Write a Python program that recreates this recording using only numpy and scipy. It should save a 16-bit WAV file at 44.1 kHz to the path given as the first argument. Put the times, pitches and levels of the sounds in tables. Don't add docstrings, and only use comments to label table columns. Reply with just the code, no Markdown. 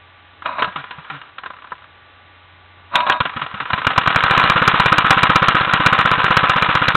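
import sys
import numpy as np
from scipy.fft import rfft, irfft, next_fast_len
from scipy.io import wavfile
from scipy.ndimage import map_coordinates

SR = 44100
rng = np.random.default_rng(int(sys.argv[2]) if len(sys.argv) > 2 else 0)


def to_wav(s):
    ch = np.atleast_2d(s).T
    pcm = np.round(np.clip(ch, -1, 1) * 32767)
    wavfile.write(sys.argv[1], SR, pcm.astype(np.int16))


N = 306936
TIME = np.arange(N) / SR
FULL_SPEED = 16
KNOCK_T60_S = 0.047
# time_s, cycles_per_s
COAST_SPEED = [(.6752, 3.78), (.985, 2.72), (1.3, 2.05)]
# time_s, cycles_per_s
RUN_SPEED = [(3.2028, 6.586), (3.661, 4.81), (3.78, 7.21), (4.061, 10.878), (4.477, 16.963),
             (4.761, 16.494), (5.195, 15.896), (6.385, 15.771), (6.96, 15.355)]


def exhaust(pitch_scatter=0.027, level_scatter_db=2.06):
    # pitch_hz, level_db, t60_s
    silencer = [(520.5, -13.5, 0.033), (1087, -5.5, 0.014), (1298, -2, 0.022), (1480, -7.5, 0.031),
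                (2375, -12.5, 0.055), (2860, -20.5, 0.05), (3956, -9.5, 0.013)]
    out, jet = np.zeros(N), np.zeros(N)
    for (s, speed), fired in zip(shaft_passes(0), firing_cycles()[1]):
        size = amp(level_scatter_db * rng.normal())
        detune = 1 + pitch_scatter * rng.normal()
        pace = speed / FULL_SPEED
        pipe_db = -2 - 6 * np.log2(pace)
        if fired:
            wave = gas_wave(detune * 155.5 * pace ** 0.35, 305 * pace ** 0.32, pipe_db, pipe_t60=0.053)
            bang = ring(silencer, rise=0.00019, scatter_db=1.9)
            add(out, s, -size * speed_gain(speed, -14, 3.1) * wave)
            add(out, s + 0.001203, size * speed_gain(speed, -0.9, 1.5) * bang)
            add(jet, s + 0.0012, size * speed_gain(speed, -1, 0.88) * blow(0.0023, 0.045))
        else:
            wave = gas_wave(detune * 165 * pace ** 0.09, 285 * pace ** 0.34, pipe_db, pipe_t60=0.073)
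            chuff = ring(silencer[:4], rise=0.001, scatter_db=1.0)
            add(out, s, size * speed_gain(speed, -15, 9.9) * wave)
            add(out, s + 0.0065, size * speed_gain(speed, 0.59, 13.5) * chuff)
            add(jet, s, size * speed_gain(speed, -6, 8.7) * blow(0.0036, 0.074))
    return out + shaken(jet, casting)


def gas_wave(hz, pipe_hz, pipe_db, pipe_t60):
    t = TIME[:SR // 3]
    swing = np.sin(2 * np.pi * hz * t) * np.clip(8 * (1.5 - hz * t), 0, 1)
    pipe = np.sin(2 * np.pi * pipe_hz * rng.normal(1, 0.083) * t)
    return swing + amp(pipe_db) * blow(0.0053, pipe_t60) * pipe


def firing_cycles():
    # start_s, every_nth_cycle
    ignition = [(3.2, 3), (3.7, 1), (4.47, 3), (4.65, 2), (4.83, 2)]
    starts = np.transpose(shaft_passes(0))[0]
    fired = np.zeros(len(starts), bool)
    for s, every in ignition:
        first = np.searchsorted(starts, s)
        fired[first:] = np.arange(len(starts) - first) % every == 0
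    return starts, fired


def valve_gear(lag_s=0.002, lag_scatter_s=0.00081, scatter_db=2.06, firing_share=0.81):
    # cycle_share, full_speed_db, half_speed_loss_db, rise_s, t60_s
    strikes = [(0.159, -12.5, 8, .0018, 0.065), (0.299, -8, 2.5, 0.0027, 0.053),
               (0.568, -10.5, 4.5, 0.0012, 0.034), (.67, -23, 43, 0.00092, .035),
               (0.838, -14.5, 4.5, 0.00052, 0.015)]
    blows = np.zeros(N)
    for share, db, loss_db, rise, t60 in strikes:
        for s, speed in shaft_passes(share):
            size = speed_gain(speed, db + scatter_db * rng.normal(), loss_db)
            add(blows, s + lag_s + lag_scatter_s * rng.normal(), size * blow(rise, t60))
    starts, fired = firing_cycles()
    for s, speed in shaft_passes(firing_share):
        if fired[starts > s][:1].any():
            add(blows, s + lag_s, speed_gain(speed, -14.5, 0.33) * blow(0.0014, 0.039))
    speed = shaft_speed(COAST_SPEED) + shaft_speed(RUN_SPEED)
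    whirr = speed_gain(speed, -26.5, 5.8) * amp(wobble(130))
    acceleration = np.gradient(np.interp(TIME, *np.transpose(RUN_SPEED))) * SR
    strain = amp(0.2083 * np.maximum(acceleration, 0))
    return shaken(np.hypot(blows, whirr) * strain, casting)


def casting(hz):
    # frequency_hz, density_db
    hump = [(60, -28), (150, -12), (400, -16.5), (650, -9.5), (850, -8), (1020, -0.5), (1500, 2.5),
            (1800, -5.5), (2200, -9), (3000, -10.5), (3800, -13.5), (4250, -27), (4700, -54), (5500, -100)]
    # centre_hz, width_hz, lift_db
    resonances = [(303.6, 13, 5), (438, 22, 6), (503, 10, 3.5), (783, 22, 6.5), (1005, 47, 6.5),
                  (1289, 50, 3), (1482, 27, -8.5), (1882, 44, 5), (2385, 190, 3.5), (2854, 118, 5),
                  (3375, 120, 2.5)]
    return amp(along(hump, hz) + sum(resonance(hz, *row) for row in resonances))


def knocks():
    # start_s, level_db, treble_share_db
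    hits = [(0.421, -20.5, -16), (0.457, -7.5, -14), (0.584, -12.5, -19), (0.621, 3, -16),
            (0.643, -8.5, -11), (0.908, -14, -11), (1.382, -16, -12.5), (1.434, -16, -20),
            (1.459, -13, -17), (1.502, -16.5, -22), (1.642, -22, -19), (1.718, -10, -31), (2.954, -1, -4),
            (3.003, -13, -4), (3.065, -8, -11), (3.097, 5, -19), (3.12, -5.5, -7.5)]
    # pitch_hz, level_db, t60_s
    starter = [(978, 6, 0.32), (1633, 1.5, 0.37), (2470, -20, 0.5), (2590, -20.5, 0.4), (2930, -24, 0.24),
               (3472, -23, 0.7), (3540, -20, 0.21), (3700, -13.5, 0.33), (4070, -16.5, 0.2)]
    dull, bright, steel = np.zeros(N), np.zeros(N), np.zeros(N)
    for s, db, treble_db in hits:
        add(dull, s, amp(db - 6.5) * blow(0.00055, KNOCK_T60_S))
        add(bright, s, amp(db + treble_db) * blow(0.00087, KNOCK_T60_S))
        add(steel, s, amp(db + treble_db - 18) * ring(starter, rise=0.00043, scatter_db=6.0))
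    lowpass = lambda hz: 1 / (1 + (hz / 2100) ** 8)
    clunks = shaken(dull, lambda hz: casting(hz) * lowpass(hz))
    clicks = shaken(bright, lambda hz: casting(hz) * (1 - lowpass(hz)))
    return steel + clunks + clicks


def lever(tooth_hz=170, ring_hz=995, casting_db=-11):
    # time_s, level_db
    pulls = [
        [(.44, -44.5), (.46, -22), (.52, -28), (.575, -30.5), (.595, -15.5), (.64, -28), (.68, -31), (.72, -47)],
        [(2.9, -53), (2.93, -28.5), (2.95, -17.5), (3.0, -19.5), (3.055, -29), (3.075, -17), (3.125, -17.5),
         (3.17, -25.5), (3.2, -40)],
    ]
    # frequency_hz, density_db
    spectrum = [(59, -49), (100, -31.5), (135, -19.5), (231, -15.5), (293, -14), (457, -25), (618, 0.5),
                (835, -11), (978, 2), (1240, 0), (1930, -18), (2530, -9), (3260, -41.5), (3800, -13),
                (4400, -34), (5720, -48), (9680, -120)]
    force = sum(level(pull) * (TIME < pull[-1][0]) for pull in pulls)
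    tooth_phase = np.cumsum(tooth_hz * np.exp(0.22 * wobble(20))) / SR % 1
    grind = force * unit(amp(-9 * tooth_phase))
    sector = lambda hz: amp(along(spectrum, hz) + resonance(hz, ring_hz, width_hz=45, lift_db=7))
    return shaken(grind, sector) + amp(casting_db) * shaken(grind, casting)


def intake(open_share=0.3, close_share=0.55, hoot_hz=143.5):
    out, hiss = np.zeros(N), np.zeros(N)
    for s, speed in shaft_passes(open_share):
        length = (close_share - open_share) / speed
        t = TIME[:round(length * SR)]
        flow = np.sin(np.pi * t / length)
        phase = 2 * np.pi * hoot_hz * t * (1 + 0.083 * (1 - t / length))
        hoot = np.sin(phase) + amp(-7.5) * np.sin(2 * phase)
        add(out, s, speed_gain(speed, -33.5, 1) * flow * hoot)
        add(hiss, s, speed_gain(speed, -20.5, 4.8) * flow)
    return out + shaken(hiss, casting)


def pawl_rattle(start_s=1.45, end_s=1.86, ticks_per_s=36, start_db=-32, fade_db_per_s=14):
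    ticks = np.zeros(N)
    for s in np.arange(start_s, end_s, 1 / ticks_per_s):
        db = start_db - fade_db_per_s * (s - start_s) + 1.1 * rng.normal()
        add(ticks, s + 0.005 * rng.normal(), amp(db) * blow(0.00022, KNOCK_T60_S))
    return shaken(ticks, casting)


def garden(hum_hz=87.4):
    # frequency_hz, density_db
    air_spectrum = [(15, -64.5), (25, -31.5), (53, -24), (82, -17), (232, -29), (270, -23), (464, -26),
                    (588, -23), (763, -22.5), (814, -21.5), (1770, -20.5), (3860, -27), (4400, -47),
                    (5720, -85.5), (9680, -120)]
    # pitch_hz, level_db
    partials = [(834.4, -66.5), (1147, -60.5), (1443, -63), (1776, -66.5)]
    # time_s, level_db
    hum_level = [(0, -55), (.7, -55), (1.2, -67), (1.9, -58.5), (2.45, -53), (2.9, -51), (3.2, -56.5)]

    def tone(hz, waver):
        return np.sqrt(2) * np.sin(2 * np.pi * np.cumsum(hz * (1 + waver * wobble(14))) / SR)

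    air = shaken(amp(-48 + 0.99 * wobble(4)), lambda hz: amp(along(air_spectrum, hz)))
    drone = sum(amp(db + 3 * wobble(9)) * tone(hz, waver=0.012) for hz, db in partials)
    return air + drone + level(hum_level) * tone(hum_hz, waver=0.029)


def shaft_speed(curve):
    return np.interp(TIME, *np.transpose(curve), left=0, right=0)


def shaft_passes(share):
    rows = []
    for speed in shaft_speed(COAST_SPEED), shaft_speed(RUN_SPEED):
        cycles = np.cumsum(speed) / SR
        at = np.searchsorted(cycles, np.arange(share, cycles[-1]), side="right")
        rows += zip(TIME[at], speed[at])
    return rows


def speed_gain(speed, full_speed_db, loss_db):
    return amp(full_speed_db + loss_db * np.log2(np.maximum(speed / FULL_SPEED, 1e-6)))


def blow(rise, t60):
    t = TIME[:SR // 3]
    return (1 - np.exp(-t / rise)) * amp(-60 * t / t60)


def ring(modes, rise, scatter_db):
    t = TIME[:SR // 3]
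    out = np.zeros(len(t))
    for hz, db, t60 in modes:
        envelope = amp(db + scatter_db * rng.normal()) * blow(rise, t60)
        out += envelope * np.sin(2 * np.pi * (hz * t + rng.random()))
    return out


def shaken(envelope, gain):
    rms_gain = np.sqrt(np.mean(gain(np.linspace(0, SR / 2, SR // 8)) ** 2))
    return colour(envelope * rng.standard_normal(N), gain) / rms_gain


def colour(x, gain):
    size = 2 * next_fast_len(N // 2 + SR // 4)
    hz = np.fft.rfftfreq(size, 1 / SR)
    cepstrum = irfft(np.log(np.maximum(gain(hz), 1e-6)))
    cepstrum[1:size // 2] *= 2
    cepstrum[size // 2 + 1:] = 0
    return irfft(rfft(x, size) * np.exp(rfft(cepstrum)), size)[:N]


def resonance(hz, centre_hz, width_hz, lift_db):
    return lift_db / (1 + (2 * (hz - centre_hz) / width_hz) ** 2)


def along(points, hz):
    knots_hz, values = np.transpose(points)
    return np.interp(np.log(hz + 1), np.log(knots_hz + 1), values)


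def level(rows):
    return amp(np.interp(TIME, *np.transpose(rows), left=-120))


def wobble(rate):
    return map_coordinates(rng.standard_normal(int(N * rate / SR) + 4), [TIME * rate / SR])


def add(track, s, sound):
    part = track[max(round(s * SR), 0):][:len(sound)]
    part += sound[:len(part)]


def amp(db):
    return 10 ** (np.asarray(db) / 20)


def unit(x):
    return x / np.sqrt(np.mean(x ** 2) + 1e-20)


def scene():
    mix = exhaust() + valve_gear() + knocks() + pawl_rattle() + lever() + intake() + garden()
    return mix[None]


def record(dry, edge_hz=4200, ceiling=0.82, top_hz=16200):
    hz = np.fft.rfftfreq(N + SR, 1 / SR)
    narrow = irfft(rfft(dry, N + SR) / np.sqrt(1 + (hz / edge_hz) ** 60), N + SR)
    clipped = narrow / (1 + np.abs(narrow / ceiling) ** 16) ** (1 / 16)
    return irfft(rfft(clipped) * (hz < top_hz), N + SR)[:, :N]


dry = scene()
out = record(dry)
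to_wav(out)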